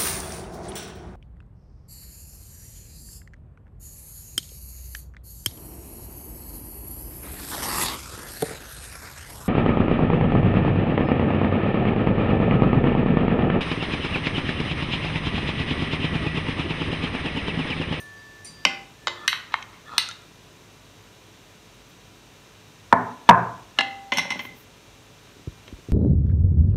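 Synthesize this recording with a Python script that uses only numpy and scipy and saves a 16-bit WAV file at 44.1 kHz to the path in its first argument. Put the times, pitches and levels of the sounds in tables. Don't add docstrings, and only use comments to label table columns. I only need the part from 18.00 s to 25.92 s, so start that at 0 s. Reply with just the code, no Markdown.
import sys
import numpy as np
from scipy import signal
from scipy.fft import rfft, irfft
from scipy.io import wavfile
from scipy.ndimage import uniform_filter1d, map_coordinates

SR = 44100
rng = np.random.default_rng(int(sys.argv[2]) if len(sys.argv) > 2 else 0)


def makeup_ratio(level_db):
    decades = np.asarray(level_db, float) / 20
    return 10 ** decades


def dump(signal):
    limited = np.clip(np.atleast_2d(signal).T, -1, 1)
    pcm = np.round(limited * 32767).astype(np.int16)
    wavfile.write(sys.argv[1], SR, pcm)


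N = 349272

# start in seconds, peak in dB, tilt in dB per octave, chatter T60 in seconds,
# room share in dB.
SPOON_TICKS = [(1.0709, -8.5, -2, 0.01, -8.5), (1.0787, -13, 0, 0.021, -3), (1.329, -11.5, -5, 0.0032, -3),
               (1.521, -33.5, -1, 0.04, 6), (1.5404, -4, -8, 0.0032, -9), (1.625, -28, 4.5, 0.013, -20),
               (1.729, -41, -6.5, .02, 9.5), (2.088, -24.5, 27, 0.0055, -8), (2.112, -26, 8.5, 0.0028, -20),
               (2.22, -48, 32, .003, -10), (7.271, -45, -5, 0.0062, -4.5), (7.679, -33, 1.5, 0.0073, -7)]
BOWL_CLACKS = [
    (0.651, 1, 0.73, 0.012, -6.5),
    (5.787, -3.5, -0.54, 0.022, -5),
    (5.807, -10, -1.5, 0.03, -16),
]
BOWL_ROCKS = [(6.12, -10.5, -2.5, 0.044, -2), (6.137, -22.5, 8.5, .012, 4), (6.249, -28.5, -8, 0.031, 1),
              (6.355, -29, -12, 0.012, -7), (6.392, -21, -1.5, 0.07, -7.5), (6.4495, -25.5, -3, 0.025, -12),
              (6.489, -39, -1, .012, 7)]
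SPOON_RATTLES = [
    (6.171, -9.5, 2.5, 0.023, 2.5),
    (6.1825, -9.5, -2, 0.057, -9),
    (6.304, -13.5, -1.5, 0.033, 0.5),
    (6.318, -19.5, -3.5, 0.033, -19),
]
SPOON_CLINKS = [
    (.001, -40.5, 18, 0.15, -8),
    (0.446, -36.5, 5.1, 0.45, -3),
    (1.278, -2.5, 0.5, 0.012, -3),
]
EDGE_CLINKS = [
    (1.9805, -0.75, 0.85, 0.0089, -4),
]
# start in seconds, peak in dB, chatter T60 in seconds, room share in dB.
PAN_KNOCKS = [
    (4.926, 3, 0.0041, -4),
    (4.933, -7.5, .012, -7.5),
    (5.2905, 8, 0.0094, -21.5),
    (5.2939, 8.5, 0.0021, -10),
    (5.301, -4.5, 0.0048, -5.5),
    (5.3093, 4.5, 0.0054, -1.5),
    (5.323, -12.5, 0.0022, 1),
    (5.331, -13, .0022, 6),
]
# start in seconds, peak in dB, tilt in dB per octave.
COUNTER_THUDS = [(.49, -42, -24), (.655, -23, 3.5), (1.073, -27.5, 4), (5.79, -26.5, 11), (6.122, -27, -6),
                 (6.174, -27.5, -7), (6.255, -33, -3), (6.305, -34.5, -12), (6.355, -32.5, -4),
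                 (6.393, -36.5, -4), (6.451, -37.5, -4), (6.5, -40.5, -7), (7.679, -38, 33)]
# start in seconds, peak in dB.
FINGER_THUMPS = [(7.367, -42), (7.394, -39), (7.473, -20), (7.525, -46), (7.687, -42), (7.725, -26.5),
                 (7.786, -38.5), (7.886, -24), (7.897, -24.5)]

# mode in Hz, level in dB, T60 in seconds.
BOWL_HELD_MODES = [(694, -15, .0046), (1094, -0.5, 0.012), (1465, -4, 0.024), (1633, -1.5, 0.0058),
                   (2100, -9.5, 0.028), (2420, 4, 0.0097), (2960, 2.5, 0.016), (3650, -13.5, 0.021),
                   (4780, 1.5, 0.0048), (5540, -2, 0.0077), (6140, -11, 0.0063), (7580, -12, 0.0041),
                   (9320, -17, .0066), (11450, -9, .0018), (14360, -22, .005)]
BOWL_SET_MODES = [(650, -8, 0.019), (980, 5, 0.0057), (1430, -3, 0.014), (1713, -6.5, 0.047),
                  (2096, 0.5, 0.026), (2590, 1.5, 0.011), (2790, 4.5, 0.013), (3350, -2.5, 0.0093),
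                  (3690, -12.5, 0.028), (4170, 0, 0.007), (4900, -8, 0.0071), (5210, -3, 0.0065),
                  (6500, -9, 0.0051), (7400, -16, 0.0063), (10500, -11, 0.002)]
SPOON_HELD_MODES = [(1064, -6, 0.012), (1590, -2, 0.014), (1880, -5.5, 0.04), (2140, -2, 0.052),
                    (2530, -1, 0.015), (3000, 4.5, 0.0074), (3880, -10, 0.025), (3900, -10, 0.066),
                    (4370, 1, 0.013), (5420, -1.5, 0.0045), (6040, 8, 0.0088), (6560, -11, 0.0062),
                    (7320, -1, 0.0049), (8860, -7, 0.004), (10800, -10, 0.0034), (11800, -10, 0.006),
                    (14400, -27, .008)]
SPOON_EDGE_MODES = [(923, -11.5, 0.018), (1280, -11.5, 0.0094), (1694, -13.5, 0.021), (2045, -11, 0.021),
                    (2524, -9.5, 0.022), (2830, -9.5, 0.019), (3650, -10, 0.023), (3940, -20, 0.079),
                    (4290, -0.8, 0.0071), (5350, -4, 0.0065), (6050, -11, 0.01), (7900, -11.5, 0.0029),
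                    (8780, -12, 0.0082), (11600, -20, .008), (14400, -22, .008)]
BOWL_DROP_MODES = [(784, -6, 0.01), (1025, 3.5, 0.011), (1415, -1, 0.013), (1800, -4.5, 0.014),
                   (2050, -6.5, 0.025), (2380, -3, 0.0054), (3120, -2.5, 0.013), (3750, -0.5, 0.0075),
                   (4450, -5.5, 0.015), (4820, -6, 0.013), (5300, -8, 0.012), (6080, -10, 0.008),
                   (7100, -6.5, 0.0088), (9200, -20, .004)]
BOWL_WET_MODES = [(852, -1.5, 0.008), (1082, 5, 0.0097), (1410, 3.5, 0.0082), (1835, -2, 0.022),
                  (2130, 0, 0.026), (2680, 11.5, 0.0034), (3180, 2, 0.022), (3940, 1, 0.0067),
                  (4920, -17, 0.021), (5250, -9.5, 0.013), (6140, -7.5, 0.0097), (7040, -13, 0.0034),
                  (9250, -22, 0.0045), (11900, -49, .005)]
BOWL_ROCKING_MODES = [(568, -18.5, 0.064), (810, -10, 0.026), (1040, -6.5, 0.017), (1505, -6.5, 0.0099),
                      (2060, 0, 0.023), (2490, 0.5, 0.0068), (3080, 3, 0.0096), (3500, -3.5, 0.0065),
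                      (3940, -12, 0.0093), (4280, -8.5, 0.0089), (5500, -9, 0.0091), (6200, -11, 0.014),
                      (6550, -8, 0.0063), (8380, -16, 0.0082), (9600, -17, 0.0048), (11700, -12, 0.0067),
                      (14500, -31, .008)]
SPOON_RATTLING_MODES = [(566, -21, 0.031), (823, -10.5, 0.027), (1036, -6, 0.022), (1495, -6.5, 0.01),
                        (2062, 0, 0.044), (2520, -0.5, 0.0082), (2930, 2, 0.011), (3420, -2, 0.008),
                        (3970, -5, 0.0096), (4300, -7, 0.009), (5470, -3, 0.015), (5900, -3, 0.0077),
                        (6210, -5, 0.012), (8500, -15, 0.0092), (9500, -15.5, 0.005), (11700, -15, 0.0067),
                        (14500, -29, .008)]
PAN_RIM_MODES = [(117.7, -32.5, 0.2), (172.6, -31.5, 0.35), (248, -25.5, .1), (392.3, -19, 0.014),
                 (560, -12, 0.013), (676, -20.5, 0.1), (768, -5.5, 0.029), (900, -1.5, 0.014),
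                 (1040, 2.5, 0.016), (954, -34, 0.1), (1320, -6.5, 0.008), (1645, -12, 0.008),
                 (1760, -13, 0.018), (2300, -24.5, .01)]
PAN_FULL_MODES = [(119, -35, 0.41), (176, -36, 0.4), (231.4, -35.5, .09), (405.6, -23.5, 0.0089),
                  (600, -23.5, 0.0027), (679.5, -25, 0.22), (784, -12, 0.023), (880, -2, 0.011),
                  (1010, 5.5, 0.014), (1043, -28.5, 0.3), (1420, -11, 0.0038), (1665, -8.5, 0.0098),
                  (1817, -15.5, 0.01), (2620, -23.5, .005)]
COUNTER_MODES = [(120.3, -21.5, 0.17), (183, -5, 0.077), (268, 7.5, 0.033), (436, -5.5, 0.083),
                 (574, -4.5, 0.033)]
CASING_MODES = [(59.4, -5.5, 0.023), (110.2, -1.5, 0.018), (205.2, -9, 0.021), (337, -1.5, 0.011)]

# mode in Hz, level in dB, T60 in seconds.
DROP_RING_MODES = [(2046, -1, 0.2), (2945, 0, 0.098), (3090, -15, 1.4), (3370, -20, 2.2), (3763, -11, 0.16),
                   (3871, -8, 0.27), (4457, -17, 1.2), (5160, -18, 0.28), (6072, -20, 0.22),
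                   (6988, -24, 0.28)]
CLINK_RING_MODES = [(1513, -24, 5.0), (2060, -4, 0.27), (2520, -14, 0.078), (2970, -17, 5.0),
                    (3880, -8, 0.19), (4118, -6, 0.19), (4834, -18, 0.25), (5103, -16, 0.19),
                    (5981, -18, 0.33), (8500, -31, 1.9), (9017, -19, 0.31), (9200, -32, 1.8),
                    (11380, -12, 0.29), (14360, -24, 0.26)]
EDGE_RING_MODES = [(1319, -9, 0.72), (1580, -25, 5.0), (1965, -8, 0.39), (2030, -22, 5.0), (2575, -5, 0.14),
                   (2770, 0, 0.057), (3548, -2, 0.088), (3860, -2, 0.31), (4420, -7, 0.18),
                   (5060, -20, 0.41), (6100, -23, 2.6), (6600, -11, 0.38)]
BLIP_MODES = [(1383, 0, 0.053), (1240, -10, .03)]
HIGH_BLIP_MODES = [(3760, -1, .04), (1660, -5, .04)]
PAN_HUM_MODES = [(353, 0, 0.55)]
COUNTER_HUM_MODES = [(545, -0.5, 0.25), (500, -2, 0.17)]
# start in seconds, level in dB.
AFTER_RINGS = [
    (1.079, -31),
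    (1.278, -22),
    (1.98, -29),
    (2.089, -29.5),
    (2.113, -34.5),
    (.655, -45.5),
    (1.075, -45),
    (5.79, -38),
]
NEIGHBOUR_SHARES = [-1, -.43, .12, .58, .95]

# start in seconds, free until in seconds, lowest mode in dB,
# 2 kHz group in dB, upper group in dB.
BOWL_RINGS = [(.654, 0.836, -36, -25, -20), (1.07, 1.18, -56, -39, -48), (1.278, 1.483, -62, -31.5, -58),
              (5.794, 6.133, -29, -24.5, -46), (6.116, 6.174, -43, -32, -39), (6.17, 6.29, -41.5, -26, -42),
              (6.308, 6.367, -72, -28, -37), (6.388, 6.438, -65, -41, -37), (6.444, 6.548, -58, -42.5, -50)]
# mode in Hz, level in dB, T60 in seconds.
BOWL_FREE_MODES = [(789, 3, 1.29), (2004, -7.5, 0.57), (2054, -1.5, 0.41), (2095, 2.5, 0.21),
                   (2240, -23, 0.28), (2610, -2, 0.14), (3140, -1, 0.15)]
BOWL_GROUP_TOPS_HZ = [1000, 2250]
# start in seconds, end in seconds, level at the end in dB, growth in dB per second.
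SPOON_HUMS = [
    (0, .43, -52, -16),
    (.58, .72, -48, 51),
    (1.05, 1.265, -49.5, 23),
]
# mode in Hz, level in dB, T60 in seconds.
SPOON_FREE_MODES = [(1133, -1, 3.4), (4732, 3, 0.7), (4747.5, 1.5, .4), (5800, 3, .1), (9030, 1.5, .3),
                    (9085, -4, .15), (8960, -6, .12)]
# start in seconds, then levels of the 1.1, 4.7, 5.8 and 9 kHz groups in dB.
SPOON_TOUCHES = [
    (.002, -57.5, -69, -70, -49.5),
    (0.166, -72, -63, -80, -78),
    (0.446, -77, -70, -59, -40),
    (0.455, -81, -47.5, -58, -58),
]
SPOON_GROUP_TOPS_HZ = [2000, 5000, 7000]
# start in seconds, end in seconds, pressure at the end in dB,
# growth in dB per second.
SLIDES = [(1.16, 1.262, -38.5, 123), (2.1, 1.3, -52, 498), (1.885, 1.98, -35.5, 74),
          (1.515, 1.535, -45, 98), (5.26, 5.288, -37.5, 599), (4.91, 4.92, -41, 1092),
          (5.3, 5.78, -40.5, 899)]
# mode in Hz, level in dB, T60 in seconds.
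GLAZE_MODES = [(1010, -10, 0.027), (1250, 4, 0.034), (1370, -1, 0.042), (1740, -3.5, 0.074),
               (2530, -7, .02), (3410, -1.5, 0.02), (4060, -11.5, .02)]
# centre in seconds, spread in seconds, level in dB.
RUSTLES = [
    (3.9, 0.01, -61),
    (6.386, .015, -62),
    (6.445, 0.027, -50.5),
    (6.595, 0.027, -52),
]

# frequency in Hz, level in dB, T60 in seconds.
KITCHEN_ECHO = [(100, 4.5, 0.55), (284, 2, 0.54), (970, -5, 0.5), (2904, -3, 0.41), (7125, -7, 0.37),
                (14000, 2.5, 0.1)]
# centre in Hz, width in Hz, gain in dB.
ECHO_COLOUR = [(938, 95, -4), (1015, 99, 0.5), (1550, 340, 0.5), (219, 47, -2.5), (2900, 470, -0.5),
               (4000, 400, 2.5)]
# frequency in Hz, density in dB per Hz.
AIR = [(15, -31.5), (25, -16), (53, -1), (70, -10.5), (103, 1), (202, -5.5), (281, -5.5), (398, -7.5),
       (429, -11), (544, -9.5), (845, -13), (961, -12.5), (2000, -15.5), (2600, -49), (4400, -120)]
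HISS = [(2000, -13), (3300, -13), (4300, -17), (6200, -16), (8000, -22.5), (9800, -25), (12000, -27.5),
        (16000, -31)]
# frequency in Hz, level in dB.
FRIDGE = [(49.5, -66.5), (100, -63), (431, -66), (576, -84), (986, -69.5), (2396, -70.5), (2697, -71.5),
          (2797, -77.5), (2897, -75.5), (6094, -76)]
# centre in Hz, width in Hz, gain in dB.
MICROPHONE = [(3810, 320, 4.5), (4930, 200, -4), (10440, 710, -6.5)]

BRIGHTEN_OCTAVES_PER_DB = 0.03
SPREAD_AT_10K_HZ = 130
SPOON_HUM_HZ, HUM_SWELL_DB_PER_S, HUM_FADE_DB_PER_S = 1759, 170, 200
SLIDE_START_DB_PER_S, SLIDE_LIFT_DB_PER_S = 759.5, 1501.5
AIR_DB = -51
WET_DB, TONES_TO_ROOM_DB, AFTER_RING_ROOM_DB = -4.0, -13.0, -3


def rms_one(x):
    return x / np.sqrt(np.mean(x ** 2) + 1e-20)


def at_hz(points, hz, axis=1):
    points = np.array(points)
    return np.interp(np.log(hz + 1e-9), np.log(points[:, 0]), points[:, axis])


def add(out, start_s, x):
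    i = round(start_s * SR)
    out[i:i + len(x)] += x[:N - i]


def band_pass(x, order, low_hz, high_hz):
    return signal.sosfilt(signal.butter(order, [low_hz, high_hz], "band", fs=SR, output="sos"), x)


def ring(force, hz, t60_s):
    r = makeup_ratio(-60 / (max(t60_s, .002) * SR))
    w = 2 * np.pi * hz / SR
    return signal.lfilter([0, np.sin(w)], [1, -2 * r * np.cos(w), r * r], force + 1e-18)


def drift(rate_hz):
    steps = rng.standard_normal(int(rate_hz * N / SR) + 3)
    return map_coordinates(steps, [np.arange(N) / SR * rate_hz], order=3)


def strokes(rows, rise_db_per_s, fall_db_per_s):
    t = np.arange(N) / SR
    gain = 0
    for start_s, end_s, end_db, growth_db_per_s in rows:
        held_db = end_db + growth_db_per_s * (np.clip(t, start_s, end_s) - end_s)
        rise_db = rise_db_per_s * np.maximum(start_s - t, 0)
        fall_db = fall_db_per_s * np.maximum(t - end_s, 0)
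        gain = gain + makeup_ratio(held_db - rise_db - fall_db)
    return gain


def bell(x, hz, width_hz, db):
    a, w = makeup_ratio(db / 2), 2 * np.pi * hz / SR
    q = np.sin(w) * width_hz / hz / 2
    return signal.lfilter([1 + q * a, -2 * np.cos(w), 1 - q * a], [1 + q / a, -2 * np.cos(w), 1 - q / a], x)


def coloured(x, peaks):
    for hz, width_hz, db in peaks:
        x = bell(x, hz, width_hz, db)
    return x


def contacts(events, body, low_hz, hard_hz, centre_hz, spread_db):
    direct, sent = np.zeros(N), np.zeros(N)
    t = np.arange(SR // 2) / SR
    click = np.arange(len(t)) == 0
    chance = rng.standard_normal((len(events), 4096 + len(body)))
    for (start_s, peak_db, tilt_db, chatter_t60_s, room_db), draw in zip(events, chance):
        blow = 0
        for k, (hz, db, t60_s) in enumerate(body):
            level_db = db + tilt_db * np.log2(hz / centre_hz) + spread_db * draw[4096 + k]
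            blow = blow + (-1) ** k * makeup_ratio(level_db) * ring(click, hz, t60_s)
        soft_hz = hard_hz * 2 ** (BRIGHTEN_OCTAVES_PER_DB * tilt_db)
        blow = band_pass(blow, 3, low_hz, min(soft_hz, .45 * SR))
        chatter = draw[:4096] * makeup_ratio(-60 * t[:4096] / max(chatter_t60_s, .001))
        chatter[0] += 3.0
        spectrum = rfft(chatter)
        chatter = irfft(spectrum / uniform_filter1d(np.abs(spectrum), size=31))[:3800]
        hit = signal.fftconvolve(blow, chatter)[:len(t)]
        hit *= makeup_ratio(peak_db) / np.abs(hit).max()
        add(direct, start_s, hit)
        add(sent, start_s, rms_one(blow) * np.std(hit) * makeup_ratio(room_db))
    return np.array([direct, sent])


def bowl_clacks():
    return (contacts(BOWL_CLACKS[:1], BOWL_HELD_MODES, 603, 8900, 2000, -1.0)
            + contacts(BOWL_CLACKS[1:], BOWL_SET_MODES, 494, 10000, 2000, 2.3))


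def spoon_clinks():
    return (contacts(SPOON_CLINKS, SPOON_HELD_MODES, 735, 13700, 3500, 7.0)
            + contacts(EDGE_CLINKS, SPOON_EDGE_MODES, 724, 14000, 3500, 2.0))


def spoon_ticks():
    return (contacts(SPOON_TICKS[:2], BOWL_DROP_MODES, 590, 8000, 2000, 0.5)
            + contacts(SPOON_TICKS[2:], BOWL_WET_MODES, 670, 8150, 2000, 1.5))


def bowl_rocking():
    return (contacts(BOWL_ROCKS, BOWL_ROCKING_MODES, 510, 6340, 2500, 0.0)
            + contacts(SPOON_RATTLES, SPOON_RATTLING_MODES, 493, 14000, 2500, -1.0))


def pan_knocks():
    rows = [(s, db, 0.4, t60_s, room_db) for s, db, t60_s, room_db in PAN_KNOCKS]
    return (contacts(rows[:2], PAN_RIM_MODES, 95, 2795, 1000, 3.0)
            + contacts(rows[2:], PAN_FULL_MODES, 98.0, 2700, 1000, 3.5))


def counter_thuds():
    rows = [(s, db, tilt_db, 0.0089, -5) for s, db, tilt_db in COUNTER_THUDS]
    return contacts(rows, COUNTER_MODES, 91.5, 780, 260, 9.0)


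def finger_thumps():
    rows = [(s, db, 0.1, 0.011, -20) for s, db in FINGER_THUMPS]
    return contacts(rows, CASING_MODES, 29.7, 483, 150, 4.5)


def after_rings():
    out, click = np.zeros(N), np.arange(SR // 2) == 0
    bodies = [DROP_RING_MODES, CLINK_RING_MODES, EDGE_RING_MODES, BLIP_MODES, HIGH_BLIP_MODES,
              PAN_HUM_MODES, PAN_HUM_MODES, COUNTER_HUM_MODES]
    for (start_s, level_db), modes in zip(AFTER_RINGS, bodies):
        for k, (hz, db, t60_s) in enumerate(modes):
            near_hz = hz + np.array(NEIGHBOUR_SHARES) * SPREAD_AT_10K_HZ * (hz / 1e4) ** 2
            bunch = sum(ring(click, f, min(t60_s, .5)) for f in near_hz) / len(near_hz)
            add(out, start_s, (-1) ** k * makeup_ratio(level_db + db) * bunch)
    return out


def bowl_rings():
    out, t = np.zeros(N), np.arange(SR // 2) / SR
    hits = SPOON_TICKS + BOWL_CLACKS + BOWL_ROCKS + SPOON_RATTLES + SPOON_CLINKS
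    struck_s = np.array(hits)[:, 0]
    for near_s, until_s, *group_db in BOWL_RINGS:
        start_s = struck_s[np.argmin(np.abs(struck_s - near_s))]
        choke = makeup_ratio(-np.maximum(t - (until_s - start_s), 0) * 980.0)
        choke *= 1 - np.exp(-t / 0.0044)
        for k, (hz, db, t60_s) in enumerate(BOWL_FREE_MODES):
            chance_db = 2.0 * rng.standard_normal() * (k > 0)
            level_db = db + group_db[np.searchsorted(BOWL_GROUP_TOPS_HZ, hz)] + chance_db
            add(out, start_s, makeup_ratio(level_db - 60 * t / t60_s) * choke * np.sin(2 * np.pi * hz * t))
    return out


def spoon_rings():
    t = np.arange(N) / SR
    hum_gain = np.sqrt(2) * strokes(SPOON_HUMS, HUM_SWELL_DB_PER_S, HUM_FADE_DB_PER_S)
    out = hum_gain * np.sin(2 * np.pi * SPOON_HUM_HZ * t)
    touched = [round(row[0] * SR) for row in SPOON_TOUCHES]
    for k, (hz, db, t60_s) in enumerate(SPOON_FREE_MODES):
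        group = np.searchsorted(SPOON_GROUP_TOPS_HZ, hz)
        clicks = np.zeros(N)
        clicks[touched] = makeup_ratio([row[group + 1] + db for row in SPOON_TOUCHES])
        out += (-1) ** k * ring(clicks, hz, t60_s)
    return out


def slides():
    slips = (rng.random(N) < 1500 / SR) * rng.standard_normal(N)
    slips = slips * makeup_ratio(2.0 * rng.exponential(1, N))
    grind = 0
    for hz, db, t60_s in GLAZE_MODES:
        grind = grind + makeup_ratio(db + 3.6 * drift(25)) * ring(slips, hz, t60_s)
    return rms_one(grind) * strokes(SLIDES, SLIDE_START_DB_PER_S, SLIDE_LIFT_DB_PER_S)


def bracelet():
    t = np.arange(N) / SR
    grit = rng.standard_normal(N) * makeup_ratio(2.5 * drift(300))
    grit = rms_one(signal.sosfilt(signal.butter(4, 11000, "high", fs=SR, output="sos"), grit))
    swell = sum(makeup_ratio(db) * np.exp(-.5 * ((t - s) / spread_s) ** 2) for s, spread_s, db in RUSTLES)
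    return grit * swell


def kitchen(x):
    t = np.arange(SR * 3 // 4) / SR
    edges_hz = 60 * 2 ** np.arange(0, 8.4, .5)
    white, echo = rng.standard_normal((2, len(t))), 0
    for k, (low_hz, high_hz) in enumerate(zip(edges_hz, edges_hz[1:])):
        band = band_pass(white[k % 2], 2, low_hz, high_hz)
        hz = np.sqrt(low_hz * high_hz)
        decay_db = 60 * t / at_hz(KITCHEN_ECHO, hz, axis=2)
        echo = echo + band * makeup_ratio(at_hz(KITCHEN_ECHO, hz) - decay_db)
    echo *= 1 - np.exp(-(t / 0.0044) ** 2)
    return signal.fftconvolve(x, echo / np.sqrt(np.sum(echo ** 2)))[:N]


def air_noise():
    hz = np.fft.rfftfreq(N, 1 / SR)
    hiss_db = at_hz(HISS, hz) - HISS[0][1] + at_hz(AIR[:-1], 2000)
    shape_db = np.where(hz < 2000, at_hz(AIR[:-1], hz), hiss_db)
    return makeup_ratio(AIR_DB) * rms_one(irfft(rfft(rng.standard_normal(N)) * makeup_ratio(shape_db), N))


def fridge():
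    t = np.arange(N) / SR
    tones = 0
    for hz, db in FRIDGE:
        level = makeup_ratio(db + 1.1 * drift(3.7))
        tones = tones + level * np.sin(2 * np.pi * hz * t + 0.67 * drift(2.5))
    return np.sqrt(2) * tones


def scene():
    direct, sent = (bowl_clacks() + spoon_clinks() + spoon_ticks() + bowl_rocking()
                    + pan_knocks() + counter_thuds() + finger_thumps())
    tones = bowl_rings() + spoon_rings() + slides()
    held = after_rings()
    room_feed = sent + makeup_ratio(TONES_TO_ROOM_DB) * tones + makeup_ratio(AFTER_RING_ROOM_DB) * held
    wet = makeup_ratio(WET_DB) * coloured(kitchen(room_feed), ECHO_COLOUR)
    return (direct + tones + held + wet + bracelet() + air_noise() + fridge())[None]


def roll_off(x):
    return signal.sosfilt(signal.butter(12, 16300, fs=SR, output="sos"), x)


def record(dry):
    x = signal.sosfilt(signal.butter(4, 42, "high", fs=SR, output="sos"), dry)
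    x = signal.sosfilt(signal.cheby2(14, 40, 15900, fs=SR, output="sos"), x)
    x = coloured(x, MICROPHONE)
    return roll_off(np.clip(x, -1, 1))


dry = scene()
out = record(dry)
dump(out)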